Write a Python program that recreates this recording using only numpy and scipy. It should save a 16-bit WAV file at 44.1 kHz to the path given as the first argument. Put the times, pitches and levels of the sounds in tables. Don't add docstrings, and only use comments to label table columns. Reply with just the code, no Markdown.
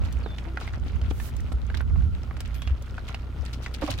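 import sys
import numpy as np
from scipy import signal
from scipy.fft import rfft, irfft, next_fast_len
from scipy.io import wavfile
from scipy.ndimage import map_coordinates

SR = 44100
rng = np.random.default_rng(int(sys.argv[2]) if len(sys.argv) > 2 else 0)


def file_out(sig):
    cols = np.atleast_2d(sig).T
    lim = np.clip(cols, -1, 1)
    pcm = np.round(lim * 32767).astype(np.int16)
    wavfile.write(sys.argv[1], SR, pcm)


N = 176400
TIME_S = np.arange(N) / SR
EVENT_N = SR // 4
AGE_S = np.arange(EVENT_N) / SR


def amp(db):
    return 10 ** (np.asarray(db) / 20)


def unit(x):
    return x / np.sqrt(np.mean(x ** 2) + 1e-20)


def fade(t60, t=AGE_S):
    return amp(-60 * t / t60)


def curve(rows, column=1):
    rows = np.array(rows)
    return np.interp(TIME_S, rows[:, 0], rows[:, column])


def gate(rows):
    return (TIME_S > rows[0][0]) & (TIME_S < rows[-1][0])


def wobble(rate_hz):
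    return map_coordinates(rng.standard_normal(int(4 * rate_hz) + 5), [TIME_S * rate_hz])


def filtered(x, response):
    size = next_fast_len(x.shape[-1] + 8192)
    spectrum = rfft(x, size) * response(np.fft.rfftfreq(size, 1 / SR))
    return irfft(spectrum, size)[..., :x.shape[-1]]


def noise(spectrum):
    hz, db = np.transpose(spectrum)
    white = rng.standard_normal((2, N))
    return unit(filtered(white, lambda f: amp(np.interp(np.log(f + 1), np.log(hz + 1), db))))


def pan(x, left_db):
    return x * amp(np.array([[left_db], [-left_db]]) / 2)


def spread(pair, side_db):
    return pair[0] + amp(side_db) * pair[1] * np.array([[1], [-1]])


def add(out, start_s, x):
    i = max(round(start_s * SR), 0)
    out[:, i:i + x.shape[-1]] += x[..., :max(N - i, 0)]


def puff(hz):
    white = rng.standard_normal((2, EVENT_N))
    band = filtered(white, lambda f: (f / hz) ** 2 / (1 + 1j * f / hz) ** 5)
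    return spread(unit(band), side_db=-7)


def grains(n, per_s, hz, t60_cycles, scatter, size_db, side_db):
    count = int(per_s * n / SR) + 1
    draws = np.random.default_rng(rng.integers(1 << 30)).random((count, 4))
    onset, pitch, size, place = np.hsplit(draws, 4)
    detune = np.log((pitch + 1e-6) / (1 + 1e-6 - pitch)) / np.sqrt(np.pi)
    grain_hz = np.clip(hz * np.exp(scatter * detune), hz / 4, SR / 3)
    offsets = np.arange(int(2 * t60_cycles * SR / hz))
    cycles = grain_hz * offsets / SR
    rings = np.sin(2 * np.pi * cycles) * fade(t60_cycles, cycles) * amp(-size_db * np.log(size + .003))
    indices = ((onset * n).astype(int) + offsets).ravel()
    mid = np.bincount(indices, rings.ravel(), n)[:n]
    side = np.bincount(indices, (rings * (place - .5)).ravel(), n)[:n]
    return spread([unit(mid), unit(side)], side_db)


# (frequency [Hz], relative level [dB])
AIR_SPECTRUM = [(120, 6.5), (280, -7), (450, -31), (950, -29), (1400, -10.5), (1850, -48), (3000, -26.5),
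                (9000, -41), (15800, -43.5)]


def air():
    return spread(noise(AIR_SPECTRUM), side_db=-10) * amp(-43.5 + wobble(8.02))


# (frequency [Hz], relative level [dB])
WIND_SPECTRUM = [(24, -28), (42, 6), (80, 11), (120, -4.5), (220, -12.5), (500, -36), (1500, -77.5)]
# (time [s], level [dB])
WIND_LEVELS = [(0, -28), (.55, -43), (.95, -26.5), (1.25, -33.5), (2.0, -24), (2.25, -34.5), (3.6, -48),
               (4, -37)]


def wind(gust_db=2.2):
    rumble = noise(WIND_SPECTRUM) * amp(curve(WIND_LEVELS) + gust_db * wobble(23.35))
    return pan(rumble, left_db=-5)


# (frequency [Hz], relative level [dB])
SWISH_SPECTRUM = [(1500, -0.5), (7500, -3.5), (15000, -3)]
# (time [s], level [dB])
SWISH_LEVELS = [(1.08, -72), (1.19, -55), (1.255, -49), (1.295, -52), (1.32, -78)]


def swish():
    hiss = spread(noise(SWISH_SPECTRUM), side_db=.5)
    return pan(hiss * amp(curve(SWISH_LEVELS)) * gate(SWISH_LEVELS), left_db=-7)


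# (order, rms level [dB])
ENGINE_ORDERS = [(1, -42.5), (2, -34), (3, -46.5), (4, -48), (8, -56)]


def engine(idle_hz=30.37, waver_db=.5):
    phase = 2 * np.pi * np.cumsum(idle_hz * (1 + .0048 * wobble(2.977))) / SR
    hum = np.zeros(N)
    for order, db in ENGINE_ORDERS:
        peak = np.sqrt(2) * amp(db - waver_db * wobble(4.5))
        hum += peak * np.sin(order * phase + rng.uniform(0, 2 * np.pi))
    return hum


def yard(x, t60_s=.075, cutoff_hz=4000, delay_s=.004):
    tail = filtered(rng.standard_normal((2, EVENT_N)), lambda f: 1 / (1 + 1j * f / cutoff_hz))
    tail *= fade(t60_s) * (AGE_S > delay_s)
    return signal.fftconvolve(x, tail / np.linalg.norm(tail[0]), axes=1)[:, :N]


# (time [s], pitch [Hz], level [dB])
WHISTLES = [
    [(.228, 4960, -66), (.237, 4540, -50), (.268, 3594, -54), (.315, 3520, -48), (.385, 3560, -62)],
    [(2.57, 3355, -60), (2.68, 3340, -48)],
]


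def bird():
    out = np.zeros(N)
    for note in WHISTLES:
        phase = 2 * np.pi * np.cumsum(curve(note)) / SR
        out += np.sin(phase) * amp(curve(note, column=2)) * gate(note)
    return out


# (frequency [Hz], level [dB], t60 [s])
METAL_MODES = [(9243, -55, .2), (12910, -51, .35), (14660, -53, .18)]


def tinkle(start_s=2.546):
    out = np.zeros((2, N))
    for hz, db, t60_s in METAL_MODES:
        add(out, start_s, amp(db) * fade(t60_s) * np.sin(2 * np.pi * hz * AGE_S))
    return out


# (time [s], length [s], level [dB], chest resonance [Hz], chest gain [dB])
SNORT_BLASTS = [(0.44, 0.063, -53, 337, 7.5), (3.819, 0.027, -33, 271.6, 5),
                (3.876, 0.026, -33.5, 281, -4.5)]
# (ratio to chest resonance, width [Hz], gain [dB])
NOSE_MODES = [(2.05, 60, 0), (2.7, 300, -3), (4, 400, -5), (8.5, 1500, -10)]


def snorts(chest_width_hz=35):
    out = np.zeros((2, N))
    for start_s, length_s, db, chest_hz, chest_db in SNORT_BLASTS:
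        for ratio, width_hz, gain_db in [(1, chest_width_hz, chest_db), *NOSE_MODES]:
            hz = chest_hz * ratio
            white = rng.standard_normal(EVENT_N)
            breath = filtered(white, lambda f: (f * width_hz / (hz**2 - f**2 + 1j * f * width_hz)) ** 2)
            progress = AGE_S / length_s * ratio ** .3
            blast = (1 - np.exp(-(10 * progress) ** 2)) / (1 + progress ** 4)
            blast_rms = np.sqrt(np.mean(blast ** 2))
            add(out, start_s, amp(db + gain_db) * blast_rms * unit(breath * blast))
    return pan(out, left_db=-7)


# (time [s], level [dB])
GRIT_LEVELS = [(0, -55), (.7, -56.5), (1.6, -59), (3.3, -57.5), (4, -53.5)]
# (time [s], level [dB])
TRAMPLE_LEVELS = [(0, -45), (.75, -47), (2.6, -50.5), (4, -44.5)]


def herd(scuff_db=-8.5):
    grit = grains(N, per_s=1000, hz=2600, t60_cycles=12, scatter=.45, size_db=3, side_db=-1)
    scuff = grains(N, per_s=700, hz=1080, t60_cycles=5, scatter=.4, size_db=2, side_db=-3)
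    trample = grains(N, per_s=300, hz=312, t60_cycles=4, scatter=.5, size_db=2.5, side_db=-9)
    flurry_db = 4 * wobble(23.74)
    ground = (trample + scuff * amp(scuff_db + flurry_db / 2)) * amp(curve(TRAMPLE_LEVELS))
    return grit * amp(curve(GRIT_LEVELS) + flurry_db) + pan(ground, left_db=-.5)


# (time [s], level [dB])
CHIP_SNAPS = [(.1256, -39.5), (1.366, -42), (1.405, -45), (2.405, -34.5), (2.544, -44.5), (2.62, -44),
              (2.823, -43), (3.146, -50), (3.741, -39), (3.8616, -42), (3.9075, -30.5)]


def snaps():
    out = np.zeros((2, N))
    for start_s, db in CHIP_SNAPS:
        add(out, start_s, amp(db) * puff(hz=7000) * fade(t60=.022))
    return out


def gravel(hz):
    patch_hz = hz * np.exp(rng.normal(0, .098))
    return grains(EVENT_N, per_s=2600, hz=patch_hz, t60_cycles=11, scatter=.42, size_db=3.5, side_db=1.5)


# (time [s], length [s], level [dB])
GRAVEL_SLIDES = [(0.047, 0.02, -51.5), (0.38, 0.011, -43.5), (0.599, 0.049, -47), (0.859, 0.032, -51),
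                 (1.099, 0.013, -47), (1.518, 0.0076, -43), (1.744, 0.0086, -38.5), (1.769, 0.0087, -38.5),
                 (2.364, 0.0079, -46), (2.452, 0.013, -46), (2.542, 0.02, -49), (3.078, 0.018, -40),
                 (3.447, 0.021, -48.5), (3.528, 0.02, -43), (3.62, 0.045, -49.5), (3.737, 0.016, -39),
                 (3.81, 0.1, -46), (3.897, 0.036, -39), (3.976, 0.022, -40)]


def crunches(rise_s=.004, sand_db=-7):
    out = np.zeros((2, N))
    for start_s, length_s, db in GRAVEL_SLIDES:
        sand = grains(EVENT_N, per_s=2600, hz=8340, t60_cycles=4, scatter=.3, size_db=4, side_db=-2)
        spray = amp(sand_db) * sand * fade(3 * length_s)
        push = (1 - np.exp(-AGE_S / rise_s)) / (1 + (AGE_S / length_s) ** 4)
        add(out, start_s, amp(db) * (gravel(hz=3560) + spray) * push)
    return out


# (time [s], level [dB], pitch [Hz])
STONE_HITS = [(.3839, -33, 2910), (.572, -20, 1430), (.612, -33, 1350), (.6765, -29, 2120),
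              (.7363, -32, 1700), (1.0148, -35, 3100), (1.11, -34, 2400), (1.2, -28, 1780),
              (1.52, -38, 1320), (1.7005, -30, 1550), (1.7435, -29, 1550), (1.8065, -28, 1520),
              (1.9575, -34, 1100), (2.31, -34, 1150), (2.404, -30, 3090), (2.6195, -29, 3200),
              (2.6745, -29, 2730), (2.9805, -28, 1490), (3.1449, -26, 2660), (3.662, -23, 1990)]
# (pitch ratio, gain [dB], t60 at reference pitch [s])
STONE_MODES = [(.72, -14, .011), (1, -1.5, .022), (1.13, -7, .017), (1.42, -14, .012), (2.4, -19, .011)]


def clacks(reference_hz=1600, rise_s=.0003):
    out = np.zeros((2, N))
    attack = 1 - np.exp(-AGE_S / rise_s)
    for start_s, db, hz in STONE_HITS:
        ring = np.zeros(EVENT_N)
        for ratio, gain_db, t60_s in STONE_MODES:
            envelope = amp(gain_db + rng.normal(0, 1)) * fade(t60_s * reference_hz / hz)
            ring += envelope * np.sin(2 * np.pi * (hz * ratio * AGE_S + rng.random()))
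        crack = amp(-6) * puff(hz) * fade(t60=.02)
        settle = amp(-19) * gravel(hz) * fade(t60=.08)
        slap = amp(-38) * puff(hz=750) * fade(t60=.03)
        add(out, start_s, (amp(db) * (ring + crack + settle) + slap) * attack)
    return pan(out, left_db=-2.5)


# (time [s], level [dB], pitch [Hz])
HOOF_KNOCKS = [(0.261, -26.5, 420), (0.773, -29, 220), (0.862, -33, 247), (1.11, -23.5, 250),
               (1.518, -29, 234), (1.906, -28.5, 170)]


def knocks(slap_db=-7, t60_s=.03):
    out = np.zeros((2, N))
    for start_s, db, hz in HOOF_KNOCKS:
        impact = amp(slap_db) * puff(2 * hz) - np.sin(2 * np.pi * hz * AGE_S)
        add(out, start_s, amp(db) * fade(t60_s) * impact)
    return pan(out, left_db=-9)


# (time [s], peak [dB], pitch [Hz], left over right [dB])
LOW_THUMPS = [(.145, -24, 62, -10), (.9, -25, 80, -8), (1.016, -22, 66, 0), (1.07, -21, 66, 8),
              (1.53, -19, 56, -2), (1.825, -23, 70, -10), (1.93, -22, 72, -9), (2.022, -19, 80, -10),
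              (2.059, -15, 82, -4), (2.468, -23, 56, -9), (2.66, -21, 68, -9), (2.705, -17, 70, 3),
              (3.385, -22, 70, 10), (3.897, -24, 95, -4), (3.936, -26, 85, -5)]


def thumps(rise_s=.011, t60_s=.15):
    out = np.zeros((2, N))
    swell = (1 - np.exp(-(AGE_S / rise_s) ** 2)) * fade(t60_s)
    swell /= swell.max()
    for start_s, db, hz, left_db in LOW_THUMPS:
        add(out, start_s, pan(amp(db) * swell * np.sin(2 * np.pi * hz * AGE_S), left_db))
    return out


def scene(right_lead_s=.00005, yard_db=-15):
    near = clacks() + crunches() + snaps() + knocks() + thumps() + snorts() + bird() + tinkle()
    near = filtered(near, lambda f: np.exp(1j * np.pi * f * right_lead_s * np.array([[-1], [1]])))
    return near + amp(yard_db) * yard(near) + herd() + engine() + wind() + air() + swish()


def record(dry):
    low_hz, top_hz = 20, 15950
    return filtered(dry, lambda f: (f < top_hz) * 1j * f / (low_hz + 1j * f))


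dry = scene()
out = record(dry)
file_out(out)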